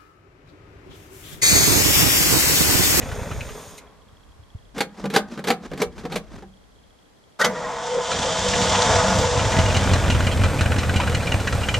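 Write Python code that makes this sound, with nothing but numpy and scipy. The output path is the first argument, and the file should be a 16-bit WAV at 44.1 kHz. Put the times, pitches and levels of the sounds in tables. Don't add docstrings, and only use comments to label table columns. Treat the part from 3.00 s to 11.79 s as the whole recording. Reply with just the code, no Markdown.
import sys
import numpy as np
from scipy import signal
from scipy.fft import rfft, irfft, next_fast_len
from scipy.io import wavfile
from scipy.ndimage import uniform_filter1d

SR = 44100
rng = np.random.default_rng(int(sys.argv[2]) if len(sys.argv) > 2 else 0)


def to_wav(s):
    ch = np.atleast_2d(s).T
    pcm = np.round(np.clip(ch, -1, 1) * 32767)
    wavfile.write(sys.argv[1], SR, pcm.astype(np.int16))


N = 387638


def amp(db):
    return 10 ** (np.asarray(db) / 20)


def unit(x):
    return x / np.sqrt(np.mean(x ** 2) + 1e-20)


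def peak(x):
    return x / abs(x).max()


def noise():
    return rng.standard_normal(N)


def read(points, hz):
    f, value = np.transpose(points)
    return np.interp(np.log(hz + 1), np.log(f + 1), value)


def curve(rows, column=1):
    rows = np.array(rows)
    return np.interp(np.arange(N) / SR, rows[:, 0], rows[:, column])


def level(rows, column=1):
    t = np.arange(N) / SR
    inside = (t >= rows[0][0]) & (t <= rows[-1][0])
    return amp(curve(rows, column)) * uniform_filter1d(inside * 1., 441)


def add(mix, s, sound):
    part = mix[round(s * SR):][:len(sound)]
    part += sound[:len(part)]


def colour(x, points):
    size = next_fast_len(len(x))
    return irfft(rfft(x, size) * amp(read(points, np.fft.rfftfreq(size, 1 / SR))), size)[:len(x)]


def resonate(x, hz, width):
    turn = np.exp(2j * np.pi * np.cumsum(hz * np.ones(len(x))) / SR)
    r = np.exp(-np.pi * width / SR)
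    return 2 * (turn * signal.lfilter([1 - r], [1, -r], x / turn)).real


def band(x, modes):
    total = 0
    for k, (hz, width, db) in enumerate(modes):
        total = total + (-1) ** k * amp(db) * unit(resonate(x, hz, width))
    return unit(total)


def flutter(per_s, db):
    return amp(db * unit(uniform_filter1d(noise(), int(SR / per_s))))


def follow(train, decay_s):
    return signal.lfilter([1], [1, -np.exp(-1 / (decay_s * SR))], train)


def ring(modes, t, scatter_db, detune, count):
    hz, db, t60 = np.repeat(modes, repeats=count, axis=0).T[:, :, None]
    chance = rng.standard_normal((2, len(hz), 1))
    fade = amp(db + scatter_db * chance[0] - 60 * t / t60)
    return (fade * np.sin(2 * np.pi * hz * (1 + detune * chance[1]) * t)).sum(0)


# (frequency [Hz], spectrum level [dB per Hz])
AIR_SPECTRUM = [(15, -23), (25, -1), (322, -3), (358, -10), (399, -3.5), (455, -4), (1820, -15),
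                (1970, -14.5), (2500, -19.5), (3260, -17.5), (7650, -24.5), (10800, -29), (14500, -38)]
# (time [s], reference level [dB])
WIND = [(0.0, -39), (0.4, -38), (0.83, -58), (1.2, -55), (2.4, -55), (2.7, -49), (3.35, -44), (3.6, -59.5),
        (4.3, -73), (4.64, -48), (5.3, -49), (5.6, -37)]
AIR_DB = -49.5


def yard():
    shared, left, right = (unit(colour(noise(), AIR_SPECTRUM)) for _ in range(3))
    air = amp(AIR_DB) * (0.031 * shared + .5 * np.array([left, right]))
    gusts = np.minimum(flutter(12, 3.), 1.6)
    middle, side = (unit(resonate(resonate(noise() * gusts, 48, 45), 49, 110)) for _ in range(2))
    opposite = np.array([[1], [-1]])
    return air + level(WIND) * (middle + 0.81 * opposite * side)


# (time [s], relative peak level [dB])
CAMERA_TICKS = [(0.873, -50), (0.9023, -55.0), (0.931, -62.6), (1.0193, -51), (1.086, -51), (1.131, -60.5),
                (1.1692, -50), (1.2068, -55), (1.2351, -52), (1.2901, -54), (1.3194, -52), (1.4364, -51),
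                (1.5028, -50), (1.5383, -56.6), (1.5866, -51), (1.6236, -54), (1.6532, -52), (1.6906, -55),
                (3.4907, -57), (3.5383, -49.5), (3.5716, -51.5), (3.6006, -60), (3.6385, -53),
                (3.6909, -61.5), (3.7218, -55), (3.7591, -55), (3.7886, -52), (3.8387, -52),
                (3.8675, -61.5), (3.9055, -52), (3.9409, -57.5), (3.9888, -52), (4.026, -55.7),
                (4.0556, -53), (4.1344, -67), (4.1722, -54.2), (4.2389, -50), (4.2915, -58), (4.3227, -56),
                (4.3601, -57)]
# (start [s], end [s], count, middle of the relative level range [dB])
FAINT_TICKS = [(1.74, 3.47, 40, -56), (.84, 4.37, 70, -64)]
TICK_HZ, TICK_DB = 3270, -1


def camera():
    rows = [np.array(CAMERA_TICKS)]
    for first, last, count, middle_db in FAINT_TICKS:
        late, size = rng.random((count, 2)).T
        when = first + (np.arange(count) + .8 * late) * (last - first) / count
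        rows.append(np.c_[when, middle_db + 3 - 6 * size])
    s, db = np.concatenate(rows).T
    train = np.zeros(N)
    train[(s * SR).astype(int)] = amp(db)
    body = resonate(resonate(train, TICK_HZ, 170), TICK_HZ, 340)
    ahead = resonate(resonate(train, 4200, 600), 4200, 1200)
    ticks = peak(body) + 0.49 * np.roll(peak(ahead), -round(.005 * SR))
    return train.max() * amp(TICK_DB) * ticks


# (time before the stop [s], level [dB])
STROKE_SHAPE = [(0.2, -11.5), (0.18, -2), (0.16, -2), (0.064, -5), (0.064, -20), (0.054, -7.5),
                (0.0042, 9.5)]
# (time of the stop [s], level [dB], heard from [s before the stop], heard until [s before it])
PEDAL_STROKES = [(1.803, -35, 0.059, 0.019), (2.162, -36, 0.23, 0.017), (2.496, -35.5, 0.22, 0.019),
                 (2.819, -36, 0.21, 0.0028), (3.157, -37.5, 0.245, 0.0067), (3.5, -41, 0.52, 0.082)]
# (frequency [Hz], spectrum level [dB per Hz])
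SCRAPE_SPECTRUM = [(88, -35), (150, -1.5), (211, 8), (297, 4), (426, -1.5), (1330, -8), (1460, -10),
                   (1640, -10), (2690, -17.5), (6070, -20), (14000, -44)]


def scrape():
    before, db = np.transpose(STROKE_SHAPE)
    slide = np.zeros(N)
    for stop, pump_db, first, last in PEDAL_STROKES:
        at = np.r_[first, before[(before < first) & (before > last)], last]
        slide += level(np.c_[stop - at, pump_db + np.interp(-at, -before, db)])
    return unit(colour(noise() * flutter(120, 2.7), SCRAPE_SPECTRUM)) * slide


STRUCK_PARTS = {"pedal": (1, -37, .0135, .0026, 2), "rebound": (0, -12, .0105, .005, 3),
                "catch": (-3, 7, .016, .0013, 4), "rod": (-18, 1, .0145, .005, 0),
                "stop": (-12, 3, .0125, .003, 3), "slack": (-9, 1, .012, .008, 0),
                "solenoid": (-41, -4, .014, .024, 0), "pinion": (-39, 8, .012, .004, 2)}
# (frequency [Hz], level [dB], T60 [s])
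LINKAGE_MODES = [(344, 5.5, 0.21), (451, 6, 0.13), (492, 5.5, 0.12), (593, 1.5, 0.092), (790, 7, 0.053),
                 (972, 3.5, 0.035), (1131, -3, 0.091), (1265, -2, 0.14), (1580, -17, 0.26),
                 (2356, 8, 0.045), (2900, -7, 0.05), (3470, 3, 0.028), (3920, 4, 0.043),
                 (4580, 10.5, 0.027), (6500, -26, 0.022)]
# (frequency [Hz], level [dB], T60 [s])
PINION_MODES = [(500, -18, 0.22), (650, -2, 0.087), (890, -5, 0.076), (1290, 1, 0.12), (1540, 7, 0.14),
                (2020, 0.5, 0.17), (3120, -30, 0.041), (3640, 0, 0.041), (4910, -18, 0.041),
                (6470, -1, 0.031)]
# (frequency [Hz], level [dB], T60 [s])
FLOOR_MODES = [(156.6, -9, 0.5), (198, -5.5, 0.65), (273, -7, 0.41)]
PUSH_S = 0.002


def strike(part):
    t = np.arange(SR // 3) / SR
    thud_db, bright_db, rattle_s, rise_s, contact = STRUCK_PARTS[part]
    at_starter = part in ("solenoid", "pinion")
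    modes = np.array(PINION_MODES if at_starter else LINKAGE_MODES)
    treble = modes[:, 0] > 2000

    drive = rng.standard_normal(len(t)) * np.exp(-t / rattle_s) * np.minimum(t / rise_s, 1) ** 2
    drive[round(rise_s * SR)] += contact

    def rung(part_modes):
        response = ring(part_modes, t[:SR // 5], 3.8, 0.059, count=9)
        return peak(signal.fftconvolve(drive, response)[:len(t)])

    low, high = rung(modes[~treble]), rung(modes[treble])
    shove = np.hanning(round(PUSH_S * SR))
    floor = peak(np.convolve(ring(FLOOR_MODES, t, 7.1, 0.066, count=4), shove)[:len(t)])
    crack = peak(resonate(drive, 4200, 5000 if at_starter else 13000))
    clash = peak(low + 0.6 * peak(resonate(drive, 1300, 660)))
    return clash + amp(bright_db) * (0.29 * high + 0.75 * crack) + amp(thud_db) * floor


# (time [s], relative level [dB], part)
METAL_BLOWS = [(1.76, -27, "rebound"), (1.777, -20, "rod"), (1.804, -10.5, "stop"), (2.039, -18.5, "pedal"),
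               (2.052, -16.5, "rebound"), (2.1, -28.5, "catch"), (2.135, -15.5, "rod"),
               (2.145, -14.5, "rod"), (2.16, -4, "stop"), (2.374, -21, "pedal"), (2.388, -23, "rebound"),
               (2.44, -26, "catch"), (2.469, -16.5, "rod"), (2.479, -14, "rod"), (2.501, -7, "stop"),
               (2.713, -23, "pedal"), (2.731, -19.5, "rebound"), (2.775, -31.5, "catch"),
               (2.812, -11.5, "slack"), (2.979, -36, "catch"), (3.038, -29, "pedal"),
               (3.049, -18.5, "rebound"), (3.121, -25.5, "catch"), (3.153, -16, "slack"),
               (3.421, -32.5, "pedal"), (4.388, -12, "solenoid"), (4.41, -18.5, "pinion"),
               (4.443, -11, "pinion")]
# (frequency [Hz], gain [dB])
BLOW_BAND = [(40, -67), (130, -11), (200, 0.5), (300, -9.5), (420, 3), (6000, -1), (9000, -6.5),
             (13000, -8.5), (14500, -19)]
CAB_DB, CAB_T60_S, CAB_HZ, CAB_WIDTH_HZ = -23.5, 0.31, 800, 920


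def blows():
    out = np.zeros(N)
    for s, db, part in METAL_BLOWS:
        add(out, s, amp(db) * strike(part))
    t = np.arange(SR // 3) / SR
    cab = resonate(rng.standard_normal(len(t)), CAB_HZ, CAB_WIDTH_HZ) * amp(-60 * t / CAB_T60_S)
    answer = signal.oaconvolve(out, cab / np.linalg.norm(cab))[:N]
    return colour(out + amp(CAB_DB) * answer, BLOW_BAND)


# (time [s], length [s], level [dB])
PINION_SQUEAKS = [(4.41, .025, -18.5), (4.549, .05, -36), (4.636, .032, -34.5)]
SQUEAK_HZ, SQUEAK_WANDER_HZ = 1890, 23


def squeaks():
    out = np.zeros(N)
    for s, length, db in PINION_SQUEAKS:
        size = round(length * SR)
        hz = SQUEAK_HZ + SQUEAK_WANDER_HZ * unit(uniform_filter1d(rng.standard_normal(size), 300))
        tone = np.sqrt(2) * np.sin(2 * np.pi * np.cumsum(hz) / SR)
        add(out, s, amp(db) * np.hanning(size) ** .5 * tone)
    return out


# (time [s], grind level [dB], motor hum level [dB], gear whine level [dB])
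STARTER_LEVELS = [(4.44, -19, -33, -16), (4.49, -33, -26.5, -66), (4.64, -30, -66, -53),
                  (4.89, -30.5, -66, -43), (5.1, -28.5, -57, -33), (5.45, -26, -33.5, -33),
                  (5.62, -24.5, -26.5, -36.5), (5.78, -19, -36, -27), (5.95, -18.5, -39, -47),
                  (6.06, -20, -27.5, -51), (6.2, -22, -22.5, -50), (6.31, -25, -44, -58),
                  (6.57, -25, -28, -51), (6.8, -29, -48, -34), (7.3, -35, -55, -45)]
# (frequency [Hz], width [Hz], level [dB])
HOUSING_MODES = [(642.7, 22, -3), (760, 270, -6.5), (696.5, 15, -9), (874, 43, -3.5), (926, 60, -4.5),
                 (994, 16, -6.5), (1122, 67, -9), (1234, 45, -9), (1466, 74, -10.5), (1642, 20, -11.5),
                 (1904, 570, -8)]
# (frequency [Hz], width [Hz], level [dB])
GEAR_MODES = [(3090, 90, 0), (3520, 150, 0)]
# (frequency [Hz], gain [dB])
GRIND_ROLLOFF = [(2000, -1), (6000, -8.5), (9000, -23), (12000, -60)]
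# (time [s], level [dB], pitch [Hz])
BELL_NOTE = [(4.46, -23, 483), (4.49, -30, 480), (4.6, -36, 500), (4.77, -36, 474), (4.8, -42, 479),
             (4.98, -19, 487), (5.04, -36, 483), (5.13, -32, 479.4), (5.22, -36.5, 476), (5.26, -26, 486),
             (5.33, -33, 491), (5.43, -36, 490), (5.46, -22, 492), (5.51, -35, 493.3), (5.56, -26, 487),
             (5.7, -29, 486), (5.75, -45, 487), (5.79, -23.5, 483.8), (5.87, -29.5, 477),
             (5.95, -22.5, 484.6), (6.0, -26.5, 491), (6.13, -29, 499), (6.23, -23.5, 487),
             (6.46, -30.5, 486.6), (6.59, -33, 498), (6.68, -32, 477), (6.77, -40, 480), (6.82, -47, 485),
             (6.85, -38, 486), (6.9, -31, 488)]
# (ratio to the held note, width [Hz], level [dB])
BELL_MODES = [(1.0, 9.4, 1), (1.07, 38, -3), (.93, 9.1, -11.5)]
# (time [s], pitch [Hz], level [dB])
ARMATURE_WHINE = [(4.5, 910, -50), (4.58, 973, -41), (4.68, 1064, -37), (4.8, 1138, -42), (4.9, 1150, -56)]
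HUM_HZ, HUM_SAG_HZ_PER_S = 191, 3.1
GNASH_PER_S, GNASH_DB = 130, -5
WANDER = 0.016
SURGE_PER_S, SURGE_DB = 14, 0.5


def starter():
    t = np.arange(N) / SR
    hard = rng.random(N) < GNASH_PER_S / SR
    gnash = hard * rng.uniform(-0.85, 1, N) * np.minimum(flutter(12, 2.1), 1.6)
    teeth = noise() * flutter(210, 0.81) + amp(GNASH_DB) * unit(gnash)

    slow = uniform_filter1d(uniform_filter1d(noise(), SR // 8), SR // 8)
    drift = 1 + WANDER * unit(slow)
    housing = [(hz * drift, width, db) for hz, width, db in HOUSING_MODES]
    grind = band(teeth, housing) * level(STARTER_LEVELS)
    grind += band(teeth, GEAR_MODES) * level(STARTER_LEVELS, 3)

    bell = [(ratio * curve(BELL_NOTE, 2), width, db) for ratio, width, db in BELL_MODES]
    held = band(noise(), bell)
    even = held / uniform_filter1d(held ** 2, SR // 60) ** 0.45
    song = level(BELL_NOTE) * unit(even)

    whine = unit(resonate(noise(), curve(ARMATURE_WHINE), 10)) * level(ARMATURE_WHINE, 2)
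    hum = resonate(noise(), HUM_HZ - HUM_SAG_HZ_PER_S * (t - STARTER_LEVELS[0][0]), 18.0)
    hum = unit(hum / uniform_filter1d(hum ** 2, SR // 20) ** 0.23) * level(STARTER_LEVELS, 2)
    return song + whine + flutter(SURGE_PER_S, SURGE_DB) * (colour(grind, GRIND_ROLLOFF) + hum)


# (time [s], relative level [dB], pitch [Hz], nominal rattle [s], sizzle [dB])
VALVE_CLACKS = [(0.018, -34, 1930.0, 0.0135, -19.9), (0.09, -35.7, 1970.0, 0.0057, -20.0),
                (0.1165, -33, 1490.0, 0.011, -12), (0.211, -36.8, 1680.0, 0.0034, -20.0),
                (0.311, -33, 1310, 0.018, -15.9), (0.407, -27.5, 2520.0, 0.0085, -16.9),
                (0.489, -38, 1220.0, 0.02, -20.0), (0.596, -43, 1280.0, 0.0036, -8.5),
                (0.779, -44, 2170.0, 0.015, 0), (5.114, -24.5, 1270.0, 0.0204, -4),
                (5.229, -22, 3530, 0.0052, -5.8), (5.534, -20, 1860, 0.011, -15),
                (5.568, -25, 1310, 0.0043, -20.0), (5.614, -22.3, 2830, 0.0077, -4),
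                (5.75, -20.5, 2580.0, 0.0071, -20.0), (5.819, -23.5, 3650, 0.01, 5.5),
                (5.999, -24.4, 1230.0, 0.0067, -20.0), (6.367, -27.7, 2000, 0.0054, -13.2),
                (6.393, -23, 2860, 0.011, -21), (6.451, -20, 1570.0, 0.0027, -12.2),
                (6.519, -25, 1920.0, 0.015, -15.4), (6.567, -22, 1930.0, 0.0054, -20.0),
                (6.589, -24, 2870, 0.017, -5), (6.66, -20, 2830, 0.0076, -16),
                (6.7, -24.5, 2530.0, 0.0104, -14), (6.745, -20.5, 2770, 0.0112, -20.0),
                (6.767, -21.5, 2850, 0.011, -3), (6.873, -19, 1510, 0.0047, -20.0),
                (6.935, -19.6, 1110.0, 0.0098, -3.5), (6.959, -23, 1670.0, 0.0058, -20.0),
                (7.038, -24.8, 1220.0, 0.0109, -17.4), (7.081, -24.6, 1520.0, 0.0052, -19.0),
                (7.1, -19.5, 2800, 0.0157, -9), (7.149, -26, 2900.0, 0.0079, -13),
                (7.205, -19, 1530, 0.0056, -12), (7.268, -20, 2880, 0.011, -13),
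                (7.314, -27.5, 3220, 0.022, -12), (7.373, -29.6, 1520.0, 0.0054, -3),
                (7.417, -31, 1610.0, 0.0083, -12), (7.436, -21.5, 1240, 0.022, -12),
                (7.576, -35, 2410.0, 0.0045, -20.0), (7.591, -22.5, 2550.0, 0.0075, -23),
                (7.609, -20.5, 1530.0, 0.013, -7.5), (7.66, -22, 1480.0, 0.0063, -18),
                (7.7195, -15, 1500, 0.0042, -27), (7.764, -24, 1540.0, 0.005, -9.3),
                (7.784, -25.5, 1930, 0.016, -4.5), (7.812, -29.7, 2280.0, 0.0057, -12.6),
                (7.832, -22, 1340.0, 0.0068, -16.4), (7.894, -18.5, 1500, 0.0084, -25),
                (7.94, -25, 2150, 0.0085, -15.2), (7.96, -22.5, 2830, 0.018, -10),
                (8.015, -23, 1340.0, 0.0068, -18.0), (8.034, -24.5, 1330, 0.011, -15.6),
                (8.075, -22.5, 1470, 0.012, -18), (8.126, -25, 1430.0, 0.0064, -11.1),
                (8.147, -20, 2860, 0.011, -7), (8.204, -31, 2450.0, 0.0115, -16.1),
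                (8.224, -30.5, 1560, 0.016, -7.4), (8.27, -21, 2360, 0.011, -13.4),
                (8.32, -15.5, 2760, 0.0067, -15), (8.4, -31, 1350.0, 0.017, -7),
                (8.473, -18.5, 1680, 0.011, -14.3), (8.525, -23, 1360.0, 0.0087, -8),
                (8.616, -30, 1290.0, 0.011, -14), (8.632, -24, 2790.0, 0.013, -18),
                (8.686, -16.5, 3030, 0.011, -19), (8.7415, -15, 2850, 0.0092, -12.5)]
# (time [s], relative level [dB], pitch [Hz], nominal rattle [s], sizzle [dB])
BLOCK_KNOCK = (8, -17.5, 940, .012, -21)
# (time [s], reference level [dB])
LIFTER_TICKS = [(6.3, -36), (6.8, -13), (7.6, -14), (8.79, -39)]
# (frequency [Hz], width [Hz], level [dB])
COVER_MODES = [(1485, 130, 14.5), (1975, 93, 12), (2397, 100, 17), (2945, 270, 16.5), (3964, 160, 4.5),
               (6050, 9000, 2)]
# (frequency [Hz], gain [dB])
CLACK_BAND = [(300, -25), (800, 3), (4200, -1.5), (7000, 5), (10000, -8), (14000, -39)]
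LIFTER_TICK_COUNT = 70
CLACK_RISE_S, CLACK_COVER_DB, SIZZLE_HZ, SIZZLE_WIDTH_HZ = 0.0014, -1, 6400, 4200


def lifter_ticks():
    when, size, cover = rng.random((LIFTER_TICK_COUNT, 3)).T
    when = LIFTER_TICKS[0][0] + when * (LIFTER_TICKS[-1][0] - LIFTER_TICKS[0][0])
    db = np.interp(when, *np.transpose(LIFTER_TICKS)) - 8 - 12.0 * size
    pitch = np.array(COVER_MODES)[(cover * 5).astype(int), 0]
    return [(s, tick_db, hz, .003, -14) for s, tick_db, hz in zip(when, db, pitch)]


def valves():
    out, t = np.zeros(N), np.arange(SR // 12) / SR
    for s, db, hz, rattle_s, sizzle_db in [*VALVE_CLACKS, BLOCK_KNOCK, *lifter_ticks()]:
        hold = np.minimum(t / CLACK_RISE_S, 1) * np.exp(-(t / max(0.94 * rattle_s, .001)) ** 2)
        drive = np.sign(rng.standard_normal(len(t))) * hold
        lead = resonate(resonate(drive, hz, 150), hz, 730)
        clack = unit(unit(lead) + amp(CLACK_COVER_DB) * band(drive, COVER_MODES))
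        sizzle = band(drive, [(4020, 200, .5), (SIZZLE_HZ, SIZZLE_WIDTH_HZ, -2)])
        clack += amp(sizzle_db) * sizzle
        add(out, s - .001, amp(db) * clack * np.sqrt(np.mean(hold ** 2)))
    hood = np.zeros(SR // 20)
    hood[[0, round(.0065 * SR), round(.012 * SR), round(.021 * SR)]] = 0.86, -0.32, 0.17, 0.15
    return colour(signal.oaconvolve(out, hood)[:N], CLACK_BAND)


# (time [s], speed [turns per minute])
CRANK_SPEED = [(4.83, 391.6), (5.85, 527.4), (6.25, 518.8), (6.4, 624.3), (7.0, 733.9), (7.3, 706.9),
               (8.0, 676), (8.1, 619.1), (9.1, 504.5)]


def crank(places):
    step_s = 1e-4
    t = np.arange(CRANK_SPEED[0][0], CRANK_SPEED[-1][0], step_s)
    cycles = np.cumsum(np.interp(t, *np.transpose(CRANK_SPEED))) * step_s / 120
    return np.interp(np.arange(int(cycles[-1]))[:, None] + places, cycles, t)


# (place in the cycle [eighths], relative strength [dB])
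FIRING_ORDER = [(-.1, -6.5), (.95, -8.5), (1.9, -4), (2.898, -2), (3.95, -8.5), (5.149, -6.5), (5.95, -9.5),
                (7.35, -8)]
# (time [s], strength scatter [dB])
FIRING_SCATTER = [(4.8, 4), (6.3, 3.5), (6.75, 1.5), (7.9, 1.5), (8.3, 3.5)]
TIMING_SCATTER_S_PER_DB = 0.00051


def firings():
    place, db = np.transpose(FIRING_ORDER)
    s = crank(place / len(place)).ravel()
    chance = rng.standard_normal((len(s), 2))
    uneven_db = np.interp(s, *np.transpose(FIRING_SCATTER))
    s = s + TIMING_SCATTER_S_PER_DB * uneven_db * chance[:, 0]
    train = np.zeros(N + SR)
    train[(s * SR).astype(int)] = amp(np.resize(db, len(s)) + uneven_db * chance[:, 1])
    return train[:N]


# (frequency [Hz], width [Hz], level [dB])
LEAK_WHISTLES = [(5360, 160, -12), (6600, 110, 7.5), (8720, 150, 3.5), (9700, 71, -0.5), (10850, 96, -5),
                 (11750, 60, -8), (12600, 210, -1), (13700, 150, -4)]
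# (time [s], level [dB])
LEAK_LEVELS = [(0, -50), (.7, -51), (.765, -57), (.785, -45.5), (.84, -99)]
# (time [s], level [dB])
HOOD_DRONE = [(0, -50), (.18, -40), (.36, -47), (.46, -56), (.53, -40), (.74, -58.5), (1.05, -66)]
# (time [s], level [dB])
WHIR_LEVELS = [(.55, -48), (.8, -56), (1.0, -62.5), (1.25, -62.5), (1.6, -68)]
WHIR_HZ, WHIR_WIDTH_HZ = 1040, 160


def stall_tones():
    drone = unit(resonate(noise(), 424, 16)) * level(HOOD_DRONE)
    whir = unit(resonate(noise(), WHIR_HZ, WHIR_WIDTH_HZ)) * level(WHIR_LEVELS)
    return band(noise(), LEAK_WHISTLES) * level(LEAK_LEVELS) + drone + whir


# (time [s], block roar level [dB], intake hiss level [dB])
BAY_LEVELS = [
    [(0.0, -31, -43.5), (0.25, -30.5, -44), (0.64, -39.5, -46.5), (0.78, -46.5, -51), (0.856, -48, -74),
     (0.95, -56, -80), (1.35, -70, -80)],
    [(4.46, -49, -51), (4.56, -31.5, -40), (4.8, -36.5, -38), (4.86, -38.5, -34), (5.0, -35, -36.5),
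     (5.05, -42, -30), (5.13, -26.5, -29), (5.52, -34.5, -25), (5.89, -21, -22.5), (6.09, -36, -26),
     (6.35, -27.5, -27.5), (6.75, -22.5, -29), (7.4, -25, -33.5), (8.2, -26.5, -33.5), (8.79, -28, -33)],
]
# (frequency [Hz], spectrum level [dB per Hz])
ROAR_SPECTRUM = [(88, -21), (150, 5), (266, -1), (341, -8.5), (500, 1.5), (1120, -9.5), (1500, -10),
                 (2660, -15), (2860, -59), (3360, -18), (5000, -45), (6500, -54), (11000, -120)]
# (frequency [Hz], spectrum level [dB per Hz])
OPEN_HISS_SPECTRUM = [(880, -30), (1500, -5), (2340, -7.5), (3590, 0.5), (4140, -6), (5450, -2), (7320, -4),
                      (10000, -23.5), (11800, -36), (13700, -72), (14500, -69)]
# (frequency [Hz], spectrum level [dB per Hz])
IDLE_HISS_SPECTRUM = [(880, -3.5), (1500, -4.5), (2230, -14.5), (2860, -8.5), (4730, -11.5), (8680, -13.5),
                      (11000, -28.5), (12700, -19.5), (14100, -43), (14500, -55)]
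# (time [s], opening [0-1])
THROTTLE_OPENING = [(4.4, 1), (6.3, 1), (7.4, 0)]


def bay(train):
    throb = follow(train, 0.011)
    opening = curve(THROTTLE_OPENING)
    rough = noise() * np.minimum(flutter(300, 2.5), 1.7)
    roar = unit(colour(rough, ROAR_SPECTRUM)) * (.65 + .5 * throb)
    tappets = noise() * follow(train * flutter(60, 2.5), .004)
    roar += amp(-21.5) * (1.3 - opening) * band(tappets, COVER_MODES)

    air = noise() * flutter(340, 0.67)
    wide = unit(colour(air, OPEN_HISS_SPECTRUM))
    shut = unit(colour(air, IDLE_HISS_SPECTRUM))
    hiss = (shut + opening * (wide - shut)) * (0.73 + 0.5 * throb)
    return sum(roar * level(rows) + hiss * level(rows, 2) for rows in BAY_LEVELS)


# (frequency [Hz], width [Hz], level [dB])
PIPE_MODES = [(47.7, 10, -29), (74.4, 17, -11), (93.2, 38.4, 8.5), (112.5, 22, -18), (142, 160, -15.5),
              (180.5, 75, -7), (238, 44, -22)]


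def pipe_note():
    t = np.arange(SR // 8) / SR
    note = 0
    for hz, width, db in PIPE_MODES:
        note = note + amp(db) * width * np.exp(-np.pi * width * t) * np.cos(2 * np.pi * hz * t)
    return note * (1 - np.exp(-t / 0.0036))


# (time [s], level [dB])
EXHAUST_LEVELS = [(4.9, -70), (5.1, -41), (5.6, -32), (5.97, -25), (6.07, -26), (6.2, -26.5), (6.6, -20),
                  (6.9, -18.5), (7.6, -19.5), (8.3, -23.5), (8.79, -24.5)]
# (time [s], peak level [dB])
STALL_PUFFS = [(0.031, -23), (0.088, -25), (0.123, -20.5), (0.185, -28), (0.217, -21), (0.269, -31),
               (0.316, -21), (0.376, -22), (0.414, -22), (.45, -37), (0.476, -37), (0.525, -34),
               (0.559, -42), (0.677, -37), (.78, -56), (.88, -59), (1.068, -46.5), (1.13, -43), (1.2, -52),
               (1.396, -37), (1.425, -41), (1.552, -24.5)]
GAS_RUSH_DB = -36.5
PUFF_RISE_S, PUFF_S = 0.0053, 0.02


def exhaust(train):
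    note = pipe_note()
    run = signal.oaconvolve(train + amp(GAS_RUSH_DB) * noise(), note)[:N]
    loudness = np.sqrt(uniform_filter1d(run ** 2, SR // 3) + 1e-3 * np.mean(run ** 2))
    out = level(EXHAUST_LEVELS) * run / loudness
    swell = np.hanning(round(PUFF_RISE_S * SR))
    puff = peak(np.convolve(note * np.exp(-np.arange(len(note)) / (PUFF_S * SR)), swell))
    for s, db in STALL_PUFFS:
        add(out, s - PUFF_RISE_S, amp(db) * puff)
    return out


# (frequency [Hz], lead [radians])
PORT_LEAD = [(30, 0.95), (250, 0.15), (3000, 0.22), (9000, 0.11)]
# (frequency [Hz], left over right [dB])
PORT_TILT = [(30, -2.5), (250, 0.2), (2500, -0.3), (12000, -1.5)]
# (frequency [Hz], level [dB])
SIDE_REFLECTIONS = [(60, -24), (500, -23), (2000, -13.5), (5000, -11), (10000, -4.5)]


def ports(x):
    size = next_fast_len(N + SR)
    hz, t = np.fft.rfftfreq(size, 1 / SR), np.arange(SR // 5) / SR
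    tail = rng.standard_normal(len(t)) * amp(-60 * t / .14)
    side = rfft(tail / np.linalg.norm(tail), size) * amp(read(SIDE_REFLECTIONS, hz))
    pair = amp(read(PORT_TILT, hz) / 2) * np.exp(.5j * read(PORT_LEAD, hz))
    return irfft(rfft(x, size) * np.array([pair + side, 1 / pair - side]), size)[:, :N]


def scene():
    train = firings()
    pedal_and_starter = scrape() + blows() + squeaks() + starter()
    engine = valves() + stall_tones() + bay(train) + exhaust(train)
    return yard() + ports(camera() + pedal_and_starter + engine)


EDGE_HZ = 14700


def record(dry):
    thinned = signal.sosfilt(signal.butter(2, 25., "high", fs=SR, output="sos"), dry)
    lowpass = signal.firwin(511, EDGE_HZ, window=("kaiser", 9), fs=SR)
    return signal.oaconvolve(thinned, lowpass[None], "same")


dry = scene()
out = record(dry)
to_wav(out)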